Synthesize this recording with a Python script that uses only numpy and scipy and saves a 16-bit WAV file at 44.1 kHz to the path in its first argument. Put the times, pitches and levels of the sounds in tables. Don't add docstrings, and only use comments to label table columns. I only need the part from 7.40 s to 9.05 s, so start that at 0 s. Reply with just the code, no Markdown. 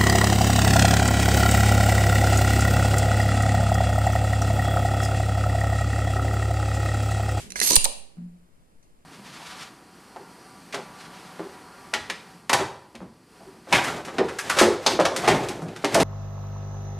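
import sys
import numpy as np
from scipy import signal
from scipy.fft import rfft, irfft, next_fast_len
from scipy.io import wavfile

SR = 44100
rng = np.random.default_rng(int(sys.argv[2]) if len(sys.argv) > 2 else 0)


def pcm_store(signal):
    levels = np.round(np.clip(np.atleast_2d(signal), -1, 1) * 32767)
    wavfile.write(sys.argv[1], SR, levels.astype(np.int16).T)


N = 72765
TIME = np.arange(N) / SR
LEFT_LAG_S = .00043


def from_db(db):
    return 10 ** (np.asarray(db) / 20)


def rms_one(x):
    return x / np.sqrt(np.mean(x ** 2) + 1e-20)


def colour(x, points):
    size = next_fast_len(2 * N)
    hz, db = np.transpose(points)
    grid = np.maximum(np.fft.rfftfreq(size, 1 / SR), 1)
    level_db = np.interp(np.log(grid), np.log(hz), db)
    cepstrum = irfft(np.log(from_db(level_db)), size)
    cepstrum[1:size // 2] *= 2
    cepstrum[size // 2 + 1:] = 0
    response = np.exp(rfft(cepstrum))
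    response = response / np.sqrt(np.mean(np.abs(response) ** 2))
    return irfft(rfft(x, size) * response, size)[..., :N]


def late_left(x):
    return np.array([np.roll(x, int(LEFT_LAG_S * SR)), x])


def noise(points, likeness=0.39, envelope=1):
    white = rng.standard_normal((3, N))
    both = np.sqrt(likeness) * late_left(white[2]) + np.sqrt(1 - likeness) * white[:2]
    return colour(envelope * both, points)


def slow_noise(hz):
    lowpass = signal.butter(2, hz, fs=SR, output="sos")
    return rms_one(signal.sosfilt(lowpass, rng.standard_normal(N)))


def pan(db):
    return rms_one(from_db([[db / 2], [-db / 2]]))


def strike(start, t60, rise):
    age = np.maximum(TIME - start, 0)
    return (1 - np.exp(-age / rise)) * from_db(-60 * age / t60)


def mode(start, hz, t60, rise):
    return strike(start, t60, rise) * np.sin(2 * np.pi * hz * (TIME - start))


def contact(start, db, t60, side):
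    ports = [strike(start + lag, t60, rise=0.0001) for lag in (LEFT_LAG_S, 0)]
    return from_db(db) * pan(side) * np.array(ports)


def snaps():
    # t/s, level/dB, ring t60/s, body share/dB, steel share/dB, left-right/dB
    blows = [(0.3559, 0.5, .014, -6, 3.5, -10), (0.3618, -5.5, .012, -2, -2, -3.5),
             (0.3644, -2, 0.0056, 2.5, 2.5, 5), (0.4429, -10, .022, -10.5, 2, -14),
             (0.4463, -22.5, 0.024, 1, 7.5, -16), (0.451, -17.5, 0.023, -2.5, -24, -4.5),
             (0.4528, -14, 0.016, 1.5, -6, 23.5)]
    # f/Hz, level/dB, t60/s
    coil_modes = [(2740, -27, 0.048), (4250, -23.5, .03), (5157, -39.5, .15), (5690, -35, 0.17),
                  (6230, -35, 0.17), (8146, -33.5, .15), (9038, -26.5, .14), (9310, -33, 0.13),
                  (9505, -30, .16), (10200, -32.5, 0.18), (12100, -28.5, 0.11), (11785, -36, 0.13)]
    # f/Hz, level/dB
    body_tone = [(200, -18.5), (900, -9), (1450, -11.5), (2100, -7.5), (2900, -7), (3400, -0.5), (4300, 2),
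                 (5400, -6), (6400, 0.5), (7200, -12.5), (10000, -12.5), (14000, -25.5), (17000, -36.5)]
    # f/Hz, level/dB
    steel_tone = [(500, -41.5), (3000, -37), (6500, -11.5), (7400, -10), (8300, 1), (8900, 4), (9400, 1),
                  (10200, -13.5), (11000, -13.5), (12200, -17), (13600, -11.5), (15000, -27.5),
                  (17000, -36.5)]
    body = sum(contact(s, db + body_db, t60, side) for s, db, t60, body_db, _, side in blows)
    steel = sum(contact(s, db + steel_db, t60, side) for s, db, t60, _, steel_db, side in blows)
    hits = np.zeros((2, N))
    for s, db, *_, side in blows:
        hits[:, int(s * SR)] = from_db(db) * pan(side)[:, 0] * rng.choice([-1, 1], 2)
    coil = sum(from_db(db) * mode(0, hz, t60, rise=0.0012) for hz, db, t60 in coil_modes)
    singing = signal.fftconvolve(hits, coil[None], axes=1)[:, :N]
    body_sound = noise(body_tone, likeness=.6, envelope=body)
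    steel_sound = noise(steel_tone, likeness=.6, envelope=steel)
    return body_sound + steel_sound + singing


def piston():
    # t/s, level/dB
    rub_points = [(0.15, -68.5), (0.162, -39), (0.188, -33.5), (0.21, -41), (0.228, -21.5), (0.27, -22.5),
                  (0.305, -18.5), (0.335, -22), (0.348, -27), (0.36, -33.5), (0.372, -68.5)]
    # t/s, level/dB, t60/s
    catch_points = [(0.2325, -23, 0.01), (0.2715, -17.5, 0.043), (0.3175, -16, 0.022),
                    (0.3312, -14.5, 0.02)]
    # f/Hz, level/dB
    rasp_tone = [(150, -16), (600, -14), (1400, -13), (2500, -8), (3300, -6), (4400, 3), (5200, -2.5),
                 (6200, 6.5), (7200, -4.5), (9000, 4.5), (10400, -8.5), (12000, -4.5), (13000, -24.5),
                 (15000, -36)]
    slips_per_s, slip_share = 2200, .5
    judder_hz, judder_db = 70, 2.46
    squeak_s, squeak_spread_s, squeak_db = .265, 0.032, -0.5
    squeak_hz, squeak_rise_hz_per_s, squeak_width_hz = 11360, 7100, 330

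    slips = (rng.random(N) < slips_per_s / SR) * rng.choice([-1, 1], N) * rng.random(N)
    slips = rms_one(colour(late_left(slips), rasp_tone))
    hiss = noise(rasp_tone, likeness=0.24)
    rasp = slip_share * slips + np.sqrt(1 - slip_share ** 2) * hiss
    rub_db = np.interp(TIME, *np.transpose(rub_points), left=-120, right=-120)
    rub = from_db(rub_db + judder_db * slow_noise(judder_hz))
    catches = sum(from_db(db) * strike(s, t60, rise=.001) for s, db, t60 in catch_points)

    since_middle = TIME - squeak_s
    phase = 2 * np.pi * np.cumsum(squeak_hz + squeak_rise_hz_per_s * since_middle) / SR
    squeak = np.array([slow_noise(squeak_width_hz) * np.sin(phase) + slow_noise(squeak_width_hz) * np.cos(phase)
                       for _ in range(2)])
    swell = from_db(squeak_db) * np.exp(-(since_middle / squeak_spread_s) ** 2 / 2)
    return pan(-7) * (rub + catches) * rasp, pan(-9) * rub * swell * squeak


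def spring():
    # t/s, level/dB, treble tilt/dB per octave, left-right/dB
    wall_knocks = [(0.2174, -31.5, -7, -5), (0.303, -27.5, 3, -4.5), (0.3104, -17.5, 2, -7.5),
                   (0.321, -32.5, -1, 10), (0.3331, -25.5, 0, -4)]
    # f/Hz, level/dB, t60/s
    spring_modes = [(228, -9.5, .14), (305.3, -8.5, 0.1), (359.6, -4.5, 0.097), (416, -6.5, .1),
                    (444.4, -10.5, 0.21), (527, -6.5, 0.04), (870, -11.5, 0.021), (980, -4, 0.057),
                    (1132.3, -16, 0.033)]
    knock_spread_db = 2.0
    out = 0
    for s, db, tilt_db, side in wall_knocks:
        chance_db = rng.normal(0, knock_spread_db, len(spring_modes))
        knock = 0
        for (hz, mode_db, t60), extra_db in zip(spring_modes, chance_db):
            level_db = db + mode_db + extra_db + tilt_db * np.log2(hz / 550)
            knock = knock + from_db(level_db) * mode(s, hz, t60, rise=0.00085)
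        out = out + pan(side) * knock
    return out


def ticks():
    # t/s, level/dB, ring t60/s, hollow barrel share/dB, left-right/dB
    touches = [(0.1034, -29.5, 0.026, -15.5, -7), (0.1205, -23, 0.013, -18, -11),
               (0.157, -28.5, 0.051, 3.5, -7.5), (0.1919, -23, .014, -2.5, -8.5),
               (0.2009, -7.5, .012, -18, -14.5), (0.2142, -14, 0.024, 0, -4.5),
               (1.427, -60.5, 0.097, -14, 4)]
    # f/Hz, level/dB, t60/s
    rod_modes = [(2010, -23.5, .02), (2560, -16.5, .015), (4128, -10.5, 0.022), (6100, -12, 0.02)]
    # f/Hz, level/dB
    tick_tone = [(300, -22), (1500, -22.5), (2400, -6), (3200, -16), (4150, 0), (5000, -9), (6100, 3.5),
                 (7200, -9), (8600, -4.5), (10200, -5), (12000, -14.5), (15000, -37)]
    # f/Hz, level/dB
    hollow_tone = [(100, -25), (400, -10.5), (900, -12), (1300, -9), (1750, -0.5), (2050, 1.5), (2600, -12),
                   (5000, -26.5), (14000, -38.5)]
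    bright = sum(contact(s, db, t60, side) for s, db, t60, _, side in touches)
    hollow = sum(contact(s, db + hollow_db, t60, side) for s, db, t60, hollow_db, side in touches)
    pings = 0
    for s, db, *_, side in touches:
        ping = sum(from_db(db + mode_db) * mode(s, hz, t60, rise=0.00083) for hz, mode_db, t60 in rod_modes)
        pings = pings + pan(side) * ping
    bright_sound = from_db(-0.5) * noise(tick_tone, likeness=0.9, envelope=bright)
    return bright_sound + noise(hollow_tone, likeness=.9, envelope=hollow) + pings


def thuds():
    # t/s, level/dB, t60/s, room send/dB, left-right/dB
    landings = [(0.3664, -18, 0.0092, -18, -10.5), (0.458, -20.5, 0.031, 4.5, -4.5)]
    # f/Hz, level/dB
    thud_tone = [(100, -25.5), (330, -11.5), (450, -5), (560, -1), (700, -7.5), (860, 4.5), (1080, 1.5),
                 (1350, -12.5), (2100, -17), (3000, -27.5), (12000, -47.5)]
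    barrel_hz, barrel_t60_s, barrel_db = 887, 0.07, -5.5
    sounds = [noise(thud_tone, likeness=0.88, envelope=contact(s, db, t60, side))
              for s, db, t60, _, side in landings]
    s, db, *_, side = landings[-1]
    ring = from_db(db + barrel_db) * pan(side) * mode(s, barrel_hz, barrel_t60_s, rise=0.00036)
    send = sum(from_db(row[3]) * sound for row, sound in zip(landings, sounds))
    return sum(sounds) + ring, send


def puff():
    puff_s, rise_s, decay_s, puff_db = .3695, 0.0027, .1, -9.5
    ring_hz, ring_t60_s, ring_db = 161, 0.067, -22.5
    mic_low_hz = 4.2
    age = np.maximum(TIME - puff_s, 0)
    push = -from_db(puff_db) * np.exp(-age / decay_s) * (1 - np.exp(-age / rise_s))
    swing = signal.sosfilt(signal.butter(2, mic_low_hz, "high", fs=SR, output="sos"), push)
    thump = from_db(ring_db) * mode(puff_s, ring_hz, ring_t60_s, rise=.001)
    return pan(-39) * swing / np.sqrt(2) + pan(-20) * thump


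def handling():
    # f/Hz, level/dB
    handling_tone = [(25, 0), (70, -0.5), (120, -13), (180, 2), (230, -0.5), (310, -9.5), (420, -5.5),
                     (600, -14), (2000, -30), (10000, -60)]
    level_db, end_s, fade_s = -49, 0.45, .12
    grip = np.exp(-np.maximum(TIME - end_s, 0) / fade_s)
    return from_db(level_db) * pan(-2) * noise(handling_tone, likeness=.6, envelope=grip)


def bench():
    # f/Hz, level/dB, t60/s
    bench_modes = [(164, -73, .35), (175.2, -25, 0.5), (186, -37.5, 0.56), (227.4, -35, 0.32),
                   (248, -43, 0.36), (290, -48, 0.4)]
    bump_s, swell_s = .769, 0.033
    hum = sum(from_db(db) * mode(bump_s, hz, t60, swell_s) for hz, db, t60 in bench_modes)
    dull = noise([(150, 11.5), (500, -4), (1000, -7), (1900, -15), (4000, -40)])
    brush = from_db(-50.5) * strike(bump_s, t60=0.51, rise=0.00067) * dull
    return hum + brush


def room(x):
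    # f/Hz, level/dB
    room_tone = [(100, -13.5), (250, -5.5), (520, 2), (1000, 3), (1400, -3.5), (2100, -6.5), (2750, 4.5),
                 (3350, -1), (4200, 0), (5500, -3.5), (7000, -1), (8200, -3), (9400, -2.5), (10600, 4.5),
                 (11300, -9.5), (12500, -14), (13700, -7.5), (14500, -28.5)]
    t60_s, treble_t60_s, build_s, room_db = 0.53, 0.41, 0.0027, -12.5
    split_hz = 4500
    lowpass = signal.butter(2, split_hz, fs=SR, output="sos")
    highpass = signal.butter(2, split_hz, "high", fs=SR, output="sos")
    low = signal.sosfilt(lowpass, rng.standard_normal((2, N)))
    high = signal.sosfilt(highpass, rng.standard_normal((2, N)))
    tail = low * strike(0, t60_s, build_s) + high * strike(0, treble_t60_s, build_s)
    tail = colour(rms_one(tail) / np.sqrt(N), room_tone)
    mono = x.sum(axis=0, keepdims=True) / np.sqrt(2)
    return from_db(room_db) * signal.fftconvolve(mono, tail, axes=1)[:, :N]


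def background():
    # f/Hz, level/dB
    floor_tone = [(10, 12.5), (25, -3.5), (60, -5), (130, -10.5), (200, -7.5), (320, -12), (700, -18),
                  (1500, -24), (3400, -31), (6500, -33.5), (9200, -29.5), (11500, -36.5), (14000, -37),
                  (15000, -55)]
    floor_db, earlier_db, earlier_t60_s = -55, -39.5, .38
    earlier = noise([(40, 6), (180, 7), (400, -2), (1300, -4), (2800, 0.5), (4500, -3),
                     (9000, -1.5), (12000, -9.5), (15000, -26)], likeness=.2)
    tail = from_db(earlier_db) * strike(0, earlier_t60_s, rise=0.00034) * earlier
    return from_db(floor_db) * noise(floor_tone, likeness=.5) + tail


def scene():
    late_s, late_send_db = 0.47, 7
    knock_send_db, squeak_send_db = -5, -7
    rasp, squeak = piston()
    thud, thud_send = thuds()
    knocks = spring()
    pump = ticks() + snaps() + rasp
    send = pump * from_db(late_send_db * (TIME > late_s)) + thud_send
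    send = send + from_db(knock_send_db) * knocks + from_db(squeak_send_db) * squeak
    close = pump + squeak + knocks + thud + puff() + handling()
    return close + room(send) + bench() + background()


def record(dry):
    cutoff_hz = 15000
    lowpass = signal.ellip(10, .2, 70, cutoff_hz, fs=SR, output="sos")
    return signal.sosfilt(lowpass, np.tanh(dry))


dry = scene()
out = record(dry)
pcm_store(out)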